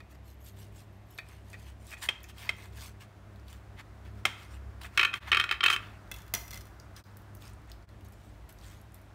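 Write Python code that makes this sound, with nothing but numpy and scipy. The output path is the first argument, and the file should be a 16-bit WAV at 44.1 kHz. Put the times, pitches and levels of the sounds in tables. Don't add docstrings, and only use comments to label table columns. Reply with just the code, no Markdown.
import sys
import numpy as np
from scipy import signal
from scipy.fft import rfft, irfft, next_fast_len
from scipy.io import wavfile
from scipy.ndimage import uniform_filter1d

SR = 44100
rng = np.random.default_rng(int(sys.argv[2]) if len(sys.argv) > 2 else 0)


def to_wav(sig):
    pcm = np.clip(np.atleast_2d(sig), -1, 1) * 32767
    pcm = np.round(pcm).astype(np.int16)
    wavfile.write(sys.argv[1], SR, pcm.T)


def undo_db(level):
    steps = np.asarray(level, float) / 20
    return 10 ** steps


N = 403074

# pitch_hz, density_db
AIR_COLOUR = [(21, -35), (35, 5), (70, -4.5), (98, -20.5), (123, -5), (151, -10), (245, -16.5),
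              (309, -11.5), (443, -21.5), (650, -15.5), (840, -19.5), (1440, -19.5), (2950, -33),
              (12700, -45.5), (16000, -48)]
AIR_DB = -58
# time_s, level_db
ROOM_WASH = [(0, -8.5), (2.5, -5), (3.5, -2.5), (6, 2.5), (7.8, -1.5), (8.1, -3.5)]
# peak_s, swell_s, ease_s, level_db
MOTOR_THROBS = [(.3, .5, 0.45, -51.5), (1.55, 0.5, 0.99, -50), (2.3, 0.16, 0.26, -50),
                (2.8, 0.29, 0.29, -47), (3.55, 0.44, 0.29, -47.5), (4.1, 0.23, 0.19, -43),
                (4.65, 0.21, 0.4, -42), (5.3, 0.17, 0.2, -46), (6.85, 0.22, 0.23, -53)]
MOTOR_HZ, MOTOR_REST_DB = 66.3, -62.5
# time_s, level_db
TABLE_RUMBLE = [(0, -61), (4.3, -58), (4.7, -50), (5.2, -61), (6.1, -50), (7, -58), (8, -49.5), (9.14, -55)]
TABLE_HZ = 55.7
HUM_OVERTONES_DB = [-12, -28, -18]
HUM_HZ, HUM_DB = 100.6, -54.5

# pitch_hz, t60_s
ROOM_DECAY = [(300, 0.24), (1000, 0.48), (3000, 0.27), (8000, 0.23), (15000, 0.3)]
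ROOM_TURN_S = 0.11
# start_s, level_db
AFTERMATH = [
    (2.0885, -31.5),
    (2.493, -36.5),
    (4.254, -25.5),
]
# pitch_hz, density_db
AFTERMATH_COLOUR = [(400, -12), (900, -5), (2200, -2), (3400, -5), (4500, -16.5), (8000, -22), (15000, -39)]
EARLY_T60_S, LATE_T60_S, LATE_DB = 0.066, 0.51, -16

# start_s, peak_db, pitch_hz
TICKS = [(0.113, -57, 12500), (.725, -60, 13000), (1.178, -40.5, 3600), (2.031, -51.5, 3680),
         (2.204, -52, 4000), (2.232, -44, 13000), (2.241, -41.5, 6740), (1.287, -51, 9000),
         (1.501, -51, 9030), (1.8682, -44.5, 9000), (2.381, -43, 3100), (2.4658, -48, 4350),
         (2.5755, -58, 3180), (2.732, -55, 3620), (2.7716, -46, 3630), (3.3974, -57, 5180),
         (4.834, -40, 3110), (2.2877, -49, 3090), (3.0087, -52, 4340), (3.359, -56, 3870),
         (3.482, -46, 3730), (3.529, -42.5, 3060), (4.0495, -56, 3110), (4.816, -45, 3920),
         (6.799, -44, 5400), (6.964, -41, 4440), (7.0393, -40.5, 4300), (7.17, -43, 12900),
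              (7.218, -59, 13100), (7.3345, -71, 3450), (7.35, -46, 12900), (7.3695, -54, 6200),
              (7.422, -44.5, 3100), (7.478, -47, 6070), (7.534, -52, 8890), (7.699, -52, 7000),
              (7.7167, -40.5, 4240), (7.889, -54, 4100), (8.0463, -54, 13000), (8.085, -49.5, 11200),
              (8.123, -54, 12000), (8.491, -47, 12000), (8.525, -49, 12000), (8.5866, -52, 5500),
              (8.9435, -44, 12800), (7.6181, -59, 3000), (7.675, -60, 3280), (7.825, -59, 5000),
              (8.0092, -56, 3000), (8.6118, -57.5, 4420), (8.644, -47.5, 3560), (8.8145, -52, 11000),
              (8.9196, -60, 8900), (9.016, -59, 12000), (6.075, -59, 3500)]
# pitch_hz, density_db
SCUFF_COLOUR = [(1000, -29), (3000, -0.5), (6000, 2.5), (10500, 1.5), (14000, 2)]

# start_s, peak_db, strongest_hz
BOUNCES = [(6.115, -28, 2070), (6.12, -31.5, 3400), (6.1418, -35, 3430), (6.146, -41, 6800),
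           (6.163, -38, 6800), (6.17, -44, 3420), (6.186, -41, 6800), (6.2044, -46.5, 3430),
           (6.2194, -43.5, 3430), (6.2654, -48, 4000), (6.28, -43, 12000), (6.3386, -15, 2070),
           (6.3402, -14.5, 13900), (6.349, -17.5, 5940), (6.351, -24.5, 2070), (6.48, -34.5, 5870),
           (6.5079, -30, 5920), (6.514, -35, 4290), (6.529, -36.5, 3750), (6.534, -31, 4230),
           (6.544, -29.5, 4960), (6.5573, -35, 3950), (6.564, -37, 2100), (6.5751, -31.5, 5900),
           (6.6094, -38.5, 5450), (6.615, -42, 12000), (6.6554, -45, 14000), (6.6697, -46, 13400)]
# pitch_hz, width_hz, level_db
BLADE_MODES = [(1500, 110, -9), (2070, 50, -5), (2660, 55, -4), (3430, 58, -4), (4240, 90, -9),
               (5080, 110, -4), (5860, 86, -5.5), (6820, 100, -6), (8800, 150, -8), (10000, 160, -6),
               (11840, 170, -1), (13200, 300, 1), (14200, 300, 0), (15000, 300, -2)]
BLADE_SPOT_DB = 2.5
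# start_s, pitch_hz, level_db, t60_s
SINGING = [(1.187, 4500, -50, 0.094), (1.187, 1750, -47, .05), (1.187, 3630, -50, .04),
           (1.545, 1750, -50, .05), (6.145, 2680, -46.5, .06), (2.108, 3190, -45, 0.27),
           (2.51, 3200, -52, .12), (5.728, 6450, -41, .08), (6.116, 3440, -46, 0.08),
           (6.116, 2645, -43, 0.092), (6.116, 1550, -44, 0.06), (6.116, 2050, -51, 0.034),
           (6.341, 2107, -45, 0.22), (6.341, 4300, -52, 0.28), (6.35, 5850, -43, 0.17),
           (6.53, 2070, -47, 0.14), (6.566, 2070, -47, 0.078)]
SINGING_BEAT_HZ, SINGING_PAIR_GAIN = 38, 0.4

# start_s, peak_db, crack_db, strongest_hz
SNAPS = [(0.0034, -43, -13, 1740), (1.1857, -29.5, -15, 2430), (1.1915, -40, -15, 1430),
         (1.5312, -38.5, -7, 2350), (1.5414, -39, -19, 1750), (1.549, -46, -24, 1750),
         (1.9165, -42, -17, 2450), (1.926, -37, -29, 2450), (1.936, -35.5, -26, 2440),
         (1.946, -51, -30, 1800), (1.9689, -43, -22, 2420), (3.7954, -46, -16, 2630),
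         (4.8454, -35.5, -21, 1750), (2.468, -40, -25, 3030), (2.2406, -44.5, -25, 1750),
         (7.6982, -52, -19, 1270)]
SNAP_SLIP_MS = 8.3
# start_s, peak_db, crack_db, strongest_hz, slip_ms
BREAKS = [
    (2.0876, -12.5, -20.5, 3190, 1.8),
    (2.4918, -14, -19, 2100, 1.7),
]
# start_s, peak_db, crack_db, strongest_hz, slip_ms
RIM_BREAK = [
    (4.2528, -9.5, -14, 2130, 3),
]
# start_s, peak_db, crack_db, strongest_hz, slip_ms
CHATTER = [(4.975, -10.5, -11.5, 2290, 3.4), (4.9795, -15, -32, 2400, 5.2), (4.9937, -10.5, -23, 2523, 4.9),
           (4.999, -17, -26.5, 3300, 5), (5.0116, -13, -20, 2560, 6.5), (5.0298, -12.5, -20, 2600, 6.9),
           (5.0486, -11, -21, 2654, 6), (5.1305, -30, -37.5, 2570, 7), (5.1388, -18.5, -18, 1500, 3.8),
           (5.3169, -11, -20, 3210, 5), (5.3278, -9, -29, 2580, 7.5), (5.3462, -11.5, -23, 2650, 5),
           (5.3575, -19.5, -34.5, 2590, 5), (5.3702, -9.5, -22, 2600, 5), (5.3905, -24.5, -36.5, 2000, 3),
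           (5.3979, -12, -16.5, 3100, 5.9), (5.4115, -17.5, -31, 2700, 2.3), (5.4395, -18, -20, 1500, 3.4),
           (5.4912, -21.5, -21, 2300, 2.63), (5.5005, -31, -31.5, 2600, 5.8), (5.5114, -13, -21, 2300, 4.4),
           (5.5224, -19, -20.5, 2260, 8), (5.5407, -33.5, -21.5, 1100, 6), (5.6065, -18, -29, 3090, 4),
           (5.631, -16, -36.5, 1330, 3.2), (5.6378, -10, -16.5, 3100, 4.88), (5.651, -16, -41, 2550, 11),
           (5.661, -6, -17, 2650, 5.7), (5.6815, -11.5, -23.5, 3120, 6.3), (5.7005, -11, -15, 1370, 5),
           (5.711, -20.5, -28, 1370, 12), (5.7266, -18.5, -27, 3100, 6), (5.733, -19, -16, 3100, 14),
           (5.7619, -17.5, -17.5, 2900, 2.5)]
# pitch_hz, width_hz, level_db
CRUST_MODES = [(1002, 160, -16), (1270, 180, 2), (1750, 110, 0), (1900, 62, 1.5), (2100, 130, -1),
               (2440, 120, 5), (2570, 62, -0.5), (3110, 140, -6.5), (3620, 120, -5.5), (3860, 180, -10),
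               (4500, 110, -10.5), (5520, 150, -17), (2800, 3600, 4.5)]
# pitch_hz, width_hz, level_db
BREAK_MODES = [(1294, 60, -10.5), (1750, 240, -6), (2100, 96, 1), (2542, 81, 4), (3190, 69, -1),
               (3650, 110, -8), (3870, 120, -9), (4360, 200, -14), (4540, 180, -11), (4890, 170, -11),
               (5380, 110, -10), (650, 87, -12.5), (2600, 2100, 5)]
# pitch_hz, width_hz, level_db
RIM_MODES = [(770, 83, -9), (1400, 75, 1), (1100, 73, -12), (2130, 100, 8.5), (2560, 100, 1),
             (2950, 84, -4.5), (3190, 120, 6), (1750, 250, 0), (3920, 130, -3), (4290, 150, -12),
             (5070, 150, -8), (5530, 140, -6), (2600, 2500, 10)]
# pitch_hz, width_hz, level_db
TRAY_MODES = [(1174, 65, -3.5), (1384, 62, -1), (1772, 223, 7.5), (2160, 230, 2), (2237, 55, -3),
              (2560, 105, 5.5), (2920, 990, 10.5), (3097, 110, 5.5), (3750, 130, -4), (4120, 270, 0),
              (4500, 530, -1.5), (5150, 260, -5.5), (6430, 180, -18.5), (2600, 3600, 0)]
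# pitch_hz, width_hz, level_db
LOAF_MODES = [(382, 33, -4.5), (652, 65, 2.5), (906, 140, -0.5)]
# pitch_hz, width_hz, level_db
TRAY_LOW_MODES = [(371, 41, -1.5), (930, 215, 4)]
# pitch_hz, density_db
CRACK_COLOUR = [(2500, -9), (4500, -3), (7000, -5), (9500, -7.5), (11000, -12), (14500, -15)]
SLIP_BUILD = 0.16
SLIP_SQUARENESS = 2.4
PRESS_DETUNE = 0.012

# peak_s, swell_s, ease_s, effort_db, coarse_grit_db
STROKES = [(.115, 0.027, 0.043, -67, 2), (.152, .015, 0.018, -69.5, 7), (.415, 0.022, .03, -70, -12),
           (.95, .04, 0.031, -83, -10), (1.69, 0.059, 0.053, -63.5, 4), (.29, 0.062, 0.081, -65, -15),
           (.47, 0.043, 0.063, -57, -10), (.6, 0.059, 0.11, -58.5, -10), (.79, 0.077, 0.069, -59.5, -5),
           (1.13, 0.069, 0.091, -65.5, -17), (1.31, 0.081, 0.13, -64, 2.5),
           (1.505, 0.076, 0.095, -63.5, -6), (1.61, 0.05, 0.093, -63.5, -4),
           (1.81, 0.036, 0.071, -68.5, -16), (1.875, 0.056, 0.053, -61, -6), (1.92, 0.042, 0.043, -53, -3),
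           (1.99, 0.033, 0.046, -59.5, -4), (2.03, 0.016, 0.057, -40.5, 0.5), (2.3, 0.027, 0.024, -57.5, 6),
           (2.42, 0.079, 0.11, -53, 2.5), (2.64, 0.14, 0.058, -58, 2), (2.84, 0.13, 0.086, -51, -1.5),
           (3.01, 0.012, 0.061, -58, 3),
           (3.51, 0.055, 0.1, -61.5, -0.5), (3.801, 0.037, 0.023, -61.5, 13.5), (4.06, 0.017, 0.054, -69, 12),
        (4.19, 0.054, 0.04, -70, 6.5), (4.42, 0.089, 0.08, -61.5, 4), (4.54, 0.064, 0.056, -62, 5),
        (4.815, 0.008, 0.026, -58.5, 8.5), (4.85, 0.029, 0.041, -55, 6), (4.96, 0.054, 0.054, -63.5, 7),
        (5.16, 0.018, 0.062, -56.5, 11.5), (5.235, 0.034, .04, -76, 22.5),
        (5.29, 0.038, 0.031, -59.5, 16.5), (5.73, 0.053, 0.032, -40.5, -3), (5.82, 0.031, 0.2, -69, 16),
        (6.98, 0.033, 0.05, -58, 0), (7.41, 0.022, 0.045, -66, -16), (7.46, 0.059, 0.09, -58.5, -0.5),
        (7.7, 0.026, 0.031, -72, 9), (8.68, 0.13, 0.15, -60.5, -2.5), (8.955, .012, 0.032, -70, -3),
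        (9.0, .5, .5, -80, -1), (8.25, .25, .25, -71, -5.5), (8.052, 0.0065, 0.025, -61, -12),
        (8.128, .006, 0.025, -66, -10), (8.495, 0.0068, .03, -58, -3), (6.17, .06, 0.1, -64.5, 6)]
STROKE_ENDS_DB, STROKE_ROUNDNESS = -23.5, 1.9
# time_s, level_db
WHISTLE = [(0, -10), (.45, 0), (.65, -17), (.8, -25), (.95, 1), (1.13, -2), (1.25, -18), (1.5, -38),
           (1.8, -38.5)]
WHISTLE_HZ, WHISTLE_WIDTH_HZ, WHISTLE_REST_DB = 12560, 90, -85
# pitch_hz, density_db
FIZZ_COLOUR = [(1500, -19), (3000, 1.5), (4500, 1), (6500, -0.5), (9000, 0), (10500, -5), (12000, -4.5),
               (15500, -7.5)]
# pitch_hz, density_db
GRIT_COLOUR = [(500, -19), (900, 1), (1500, 1), (2500, 1), (3800, -7.5), (5000, -13.5), (8000, -27.5)]

# centre_s, half_width_s, deepest_db
SCENE_CHANGES = [
    (5.199, 0.028, -32),
    (7.034, 0.035, -41),
    (7.865, 0.032, -18),
]
# pitch_hz, level_db
MICROPHONE = [(25, -45), (45, -4), (60, 0), (9800, 0), (10500, -2.5), (11200, 0), (15700, 0), (15950, -24),
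              (16600, -30), (16750, -70)]


def evened(x):
    return x / np.sqrt(np.mean(x ** 2) + 1e-20)


def curve(rows):
    s, *columns = np.transpose(rows)
    return [np.interp(np.arange(N) / SR, s, c, c[0], c[-1]) for c in columns]


def read(points, hz):
    f, value = np.transpose(points)
    return np.interp(np.log(hz + 1), np.log(f + 1), value)


def coloured(x, spectrum):
    size = next_fast_len(len(x) + 2048)
    gain = undo_db(read(spectrum, np.fft.rfftfreq(size, 1 / SR)))
    return irfft(rfft(x, size) * gain, size)[:len(x)]


def resonate(x, hz, width_hz):
    r = np.exp(-np.pi * width_hz / SR)
    return 2 * signal.lfilter([1 - r], [1, -r * np.exp(2j * np.pi * hz / SR)], x).real


def resonate_twice(x, hz, width_hz):
    return resonate(resonate(x, hz, width_hz), hz, width_hz)


def add(mix, s, sound):
    part = mix[max(round(s * SR), 0):][:len(sound)]
    part += sound[:len(part)]


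def swells(rows):
    s, rise, fall, db = np.array(rows).T[:4, :, None]
    late = np.arange(0, N / SR + .01, .001) - s
    far = np.where(late < 0, -late / rise, late / fall)
    return undo_db(db + STROKE_ENDS_DB * far ** STROKE_ROUNDNESS)


def sampled(ms_values):
    return np.interp(np.arange(N) * 1000 / SR, np.arange(len(ms_values)), ms_values)


def air():
    noise = coloured(rng.standard_normal(N), AIR_COLOUR)
    noise = undo_db(AIR_DB + 2.5) * noise / np.std(coloured(noise, [(110, -60.0), (125, 1.5)]))
    noise = coloured(noise, [(30, -6.5), (110, -2.0), (130, 0)])
    hiss = coloured(noise, [(2500, -30), (4500, 0)])
    wash_db, = curve(ROOM_WASH)
    noise = noise + (undo_db(0.44 * wash_db) - 1) * hiss
    return noise + (undo_db(wash_db) - 1) * resonate(noise, 1450, 900)


def table_rumble():
    level_db, = curve(TABLE_RUMBLE)
    return undo_db(level_db) * evened(resonate_twice(rng.standard_normal(N), TABLE_HZ, 20.9))


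def motor():
    throb = sampled(swells(MOTOR_THROBS).sum(0)) + undo_db(MOTOR_REST_DB)
    rough = evened(resonate_twice(rng.standard_normal(N), MOTOR_HZ, 4.6))
    tone = np.sin(2 * np.pi * MOTOR_HZ * np.arange(N) / SR)
    return throb * (0.16 * rough + 0.83 * tone)


def fridge():
    phase_drift = evened(uniform_filter1d(rng.standard_normal(N), 4000))
    level_drift = evened(uniform_filter1d(rng.standard_normal(N), 6000))
    turn = 2 * np.pi * HUM_HZ * np.arange(N) / SR + 0.683 * phase_drift
    overtones = sum(undo_db(g) * np.sin((k + 2) * turn) for k, g in enumerate(HUM_OVERTONES_DB))
    return undo_db(HUM_DB + 2.5 + 3.06 * level_drift) * (np.sin(turn) + overtones)


def tail(x, stretch):
    taps = np.zeros(SR // 2)
    at = np.arange(300, len(taps) - 20, 20)
    taps[at + rng.integers(0, 20, len(at))] = rng.choice([-1., 1.], len(at))
    hz, t, z = signal.stft(taps, SR, nperseg=256)
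    fall = undo_db(-60 * t / (stretch * read(ROOM_DECAY, hz)[:, None]))
    taps = signal.istft(z * fall, SR, nperseg=256)[1]
    return signal.fftconvolve(x, taps / np.linalg.norm(taps))[:N]


def room(x, stretch):
    turn = np.pi * np.arange(N) / SR / ROOM_TURN_S
    return sum(tail(x * np.sqrt(2 / 3) * np.cos(turn + k * np.pi / 3), stretch) for k in range(3))


def aftermath():
    out, t = np.zeros(N), np.arange(SR // 2) / SR
    fall = undo_db(-60 * t / EARLY_T60_S) + undo_db(LATE_DB - 60 * t / LATE_T60_S)
    onset = np.minimum(t / 0.001, 1)
    for s, db in AFTERMATH:
        wash = evened(coloured(rng.standard_normal(len(t)), AFTERMATH_COLOUR))
        add(out, s, undo_db(db) * wash * fall * onset)
    return out


def ticks():
    out, t = np.zeros(N), np.arange(900) / SR
    for s, db, hz in TICKS:
        burst = coloured(rng.standard_normal(len(t)) * undo_db(-60 * t / .02), SCUFF_COLOUR)
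        snap = burst + 5 * resonate_twice(burst, hz, .45 * hz)
        add(out, s, undo_db(db + 3.0) * snap / abs(snap).max())
    return out


def slip(noise, length_s, blow):
    t = np.arange(len(noise)) / SR
    build = 1 - np.exp(-t / (SLIP_BUILD * length_s))
    hold = np.exp(-(t / length_s) ** SLIP_SQUARENESS) * build
    return noise * hold + blow * np.sqrt(length_s * SR) * (t == 0)


def body(drive, modes, extra_db, edge_hz):
    ring = np.zeros(len(drive))
    for k, ((hz, width_hz, db), extra) in enumerate(zip(modes, extra_db)):
        mode = evened(resonate(drive, hz, width_hz)) / np.sqrt(width_hz)
        ring += (-1) ** k * undo_db(db + extra) * mode
    ring = signal.sosfilt(signal.butter(2, edge_hz, "band", fs=SR, output="sos"), ring)
    return ring / abs(ring).max()


def nearness(modes, hz, spread):
    return np.exp(-(np.log(np.array(modes)[:, 0] / hz) / spread) ** 2)


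def clatter():
    out, t = np.zeros(N), np.arange(6000) / SR
    for s, db, top_hz in BOUNCES:
        noise = rng.standard_normal(len(t))
        spot_db = BLADE_SPOT_DB * rng.standard_normal(len(BLADE_MODES))
        extra_db = spot_db + 10.0 * nearness(BLADE_MODES, top_hz, 0.14)
        ring = body(slip(noise, 0.00028, blow=0.76), BLADE_MODES, extra_db, (1200, 16000))
        scuff = coloured(noise * undo_db(-60 * t / 0.02), SCUFF_COLOUR)
        knock = resonate(noise * undo_db(-60 * t / 0.11), 1330, 1800)
        sound = ring + undo_db(-0.5) * scuff / abs(scuff).max()
        sound = sound + undo_db(0.064 * db - 9.5) * knock / abs(knock).max()
        add(out, s - .0005, undo_db(db - 4.0) * sound)
    return out


def singing():
    out, t = np.zeros(N), np.arange(SR // 2) / SR
    for s, hz, db, t60_s in SINGING:
        partner = np.sin(2 * np.pi * (hz - SINGING_BEAT_HZ) * t)
        pair = np.sin(2 * np.pi * hz * t) + SINGING_PAIR_GAIN * partner
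        add(out, s, undo_db(db - 60 * t / t60_s) * pair)
    return out


def catches(rows, modes, low_modes, blow, low_db, detune, focus_db, rise_s, spot_db):
    out, t = np.zeros(N), np.arange(7000) / SR
    closing = 1 - np.exp(-(t / rise_s) ** 2)
    for s, db, bright_db, top_hz, slip_ms in rows:
        slip_noise, crack_noise = rng.standard_normal((2, len(t)))
        spot, press = rng.standard_normal((2, len(modes)))
        drive = slip(slip_noise, slip_ms / 1000, blow)
        pressed = [(f * (1 + PRESS_DETUNE * detune * d), w, g) for (f, w, g), d in zip(modes, press)]
        extra_db = spot_db * spot
        ring = body(drive, pressed, extra_db + focus_db * nearness(modes, top_hz, 0.11), (600, 6500))
        thud = body(drive, low_modes, extra_db, (300, 1100))
        crack = coloured(crack_noise * undo_db(-60 * t / 0.029), CRACK_COLOUR)
        sound = ring + undo_db(low_db) * thud + undo_db(bright_db + 5.5) * crack / abs(crack).max()
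        sound = sound * closing
        add(out, s - .0007, undo_db(db) * sound / abs(sound).max())
    return out


def grains(per_s):
    size = undo_db(4.0 * np.minimum(rng.exponential(1, N), 4))
    return size * rng.choice([-1., 1.], N) * (rng.random(N) < per_s / SR)


def patchy(x, depth_db):
    z = signal.stft(x, nperseg=256)[2]
    patches = uniform_filter1d(rng.standard_normal(z.shape), size=2, axis=0)
    patches = uniform_filter1d(patches, size=13, axis=1)
    return signal.istft(z * undo_db(depth_db * evened(patches)), nperseg=256)[1][:N]


def rasp():
    rows = STROKES
    each = swells(rows)
    effort = sampled(each.sum(0))
    coarse = sampled(undo_db(np.array(rows)[:, -1]) @ each)
    fizz = evened(patchy(coloured(grains(4000), FIZZ_COLOUR), depth_db=3.8))
    snaps = grains(4000)
    crust = evened(body(snaps, CRUST_MODES, np.zeros(len(CRUST_MODES)), (900, 5000)))
    grit = evened(evened(coloured(snaps, GRIT_COLOUR)) + undo_db(-13.5) * crust)
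    grit = evened(patchy(grit, depth_db=3.0))
    whistle_db, = curve(WHISTLE)
    whistle = evened(resonate_twice(grains(400), WHISTLE_HZ, WHISTLE_WIDTH_HZ))
    whistle = (effort + undo_db(WHISTLE_REST_DB)) * undo_db(whistle_db) * whistle
    return effort * fizz + whistle + coarse * grit


def scene():
    kitchen = air() + table_rumble() + motor() + fridge()
    crumbs, knife = ticks(), clatter()
    snaps = catches([(*row, SNAP_SLIP_MS) for row in SNAPS], CRUST_MODES, LOAF_MODES, blow=0.52,
                    low_db=-16.0, detune=1, focus_db=4.0, rise_s=0.00049, spot_db=1.5)
    breaks = catches(BREAKS, BREAK_MODES, LOAF_MODES, blow=1.1,
                     low_db=-28.0, detune=0, focus_db=7.5, rise_s=0.0017, spot_db=0)
    rim = catches(RIM_BREAK, RIM_MODES, LOAF_MODES, blow=1.2,
                  low_db=-26.5, detune=0, focus_db=0, rise_s=0.0011, spot_db=0)
    chatter = catches(CHATTER, TRAY_MODES, TRAY_LOW_MODES, blow=0.59,
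                      low_db=-28.5, detune=1, focus_db=4.0, rise_s=0.0012, spot_db=0.93)
    far = room(undo_db(-12.5) * snaps + undo_db(-11.0) * chatter + undo_db(-8.0) * crumbs, stretch=0.83)
    far_hard = room(undo_db(-10.0) * knife + undo_db(-19.0) * breaks + undo_db(-15.0) * rim, stretch=1.7)
    close = snaps + breaks + rim + chatter + knife + crumbs + singing() + rasp()
    return (kitchen + far + far_hard + aftermath() + close)[None]


def roll_off(x):
    return signal.sosfilt(signal.butter(12, 16640, fs=SR, output="sos"), x)


def record(dry):
    t = np.arange(N) / SR
    dips = [np.clip(abs(t - s) / half_s, undo_db(db), 1) for s, half_s, db in SCENE_CHANGES]
    mix = coloured(dry[0], MICROPHONE)[None] * np.prod(dips, axis=0)
    return roll_off(mix)


dry = scene()
out = record(dry)
to_wav(out)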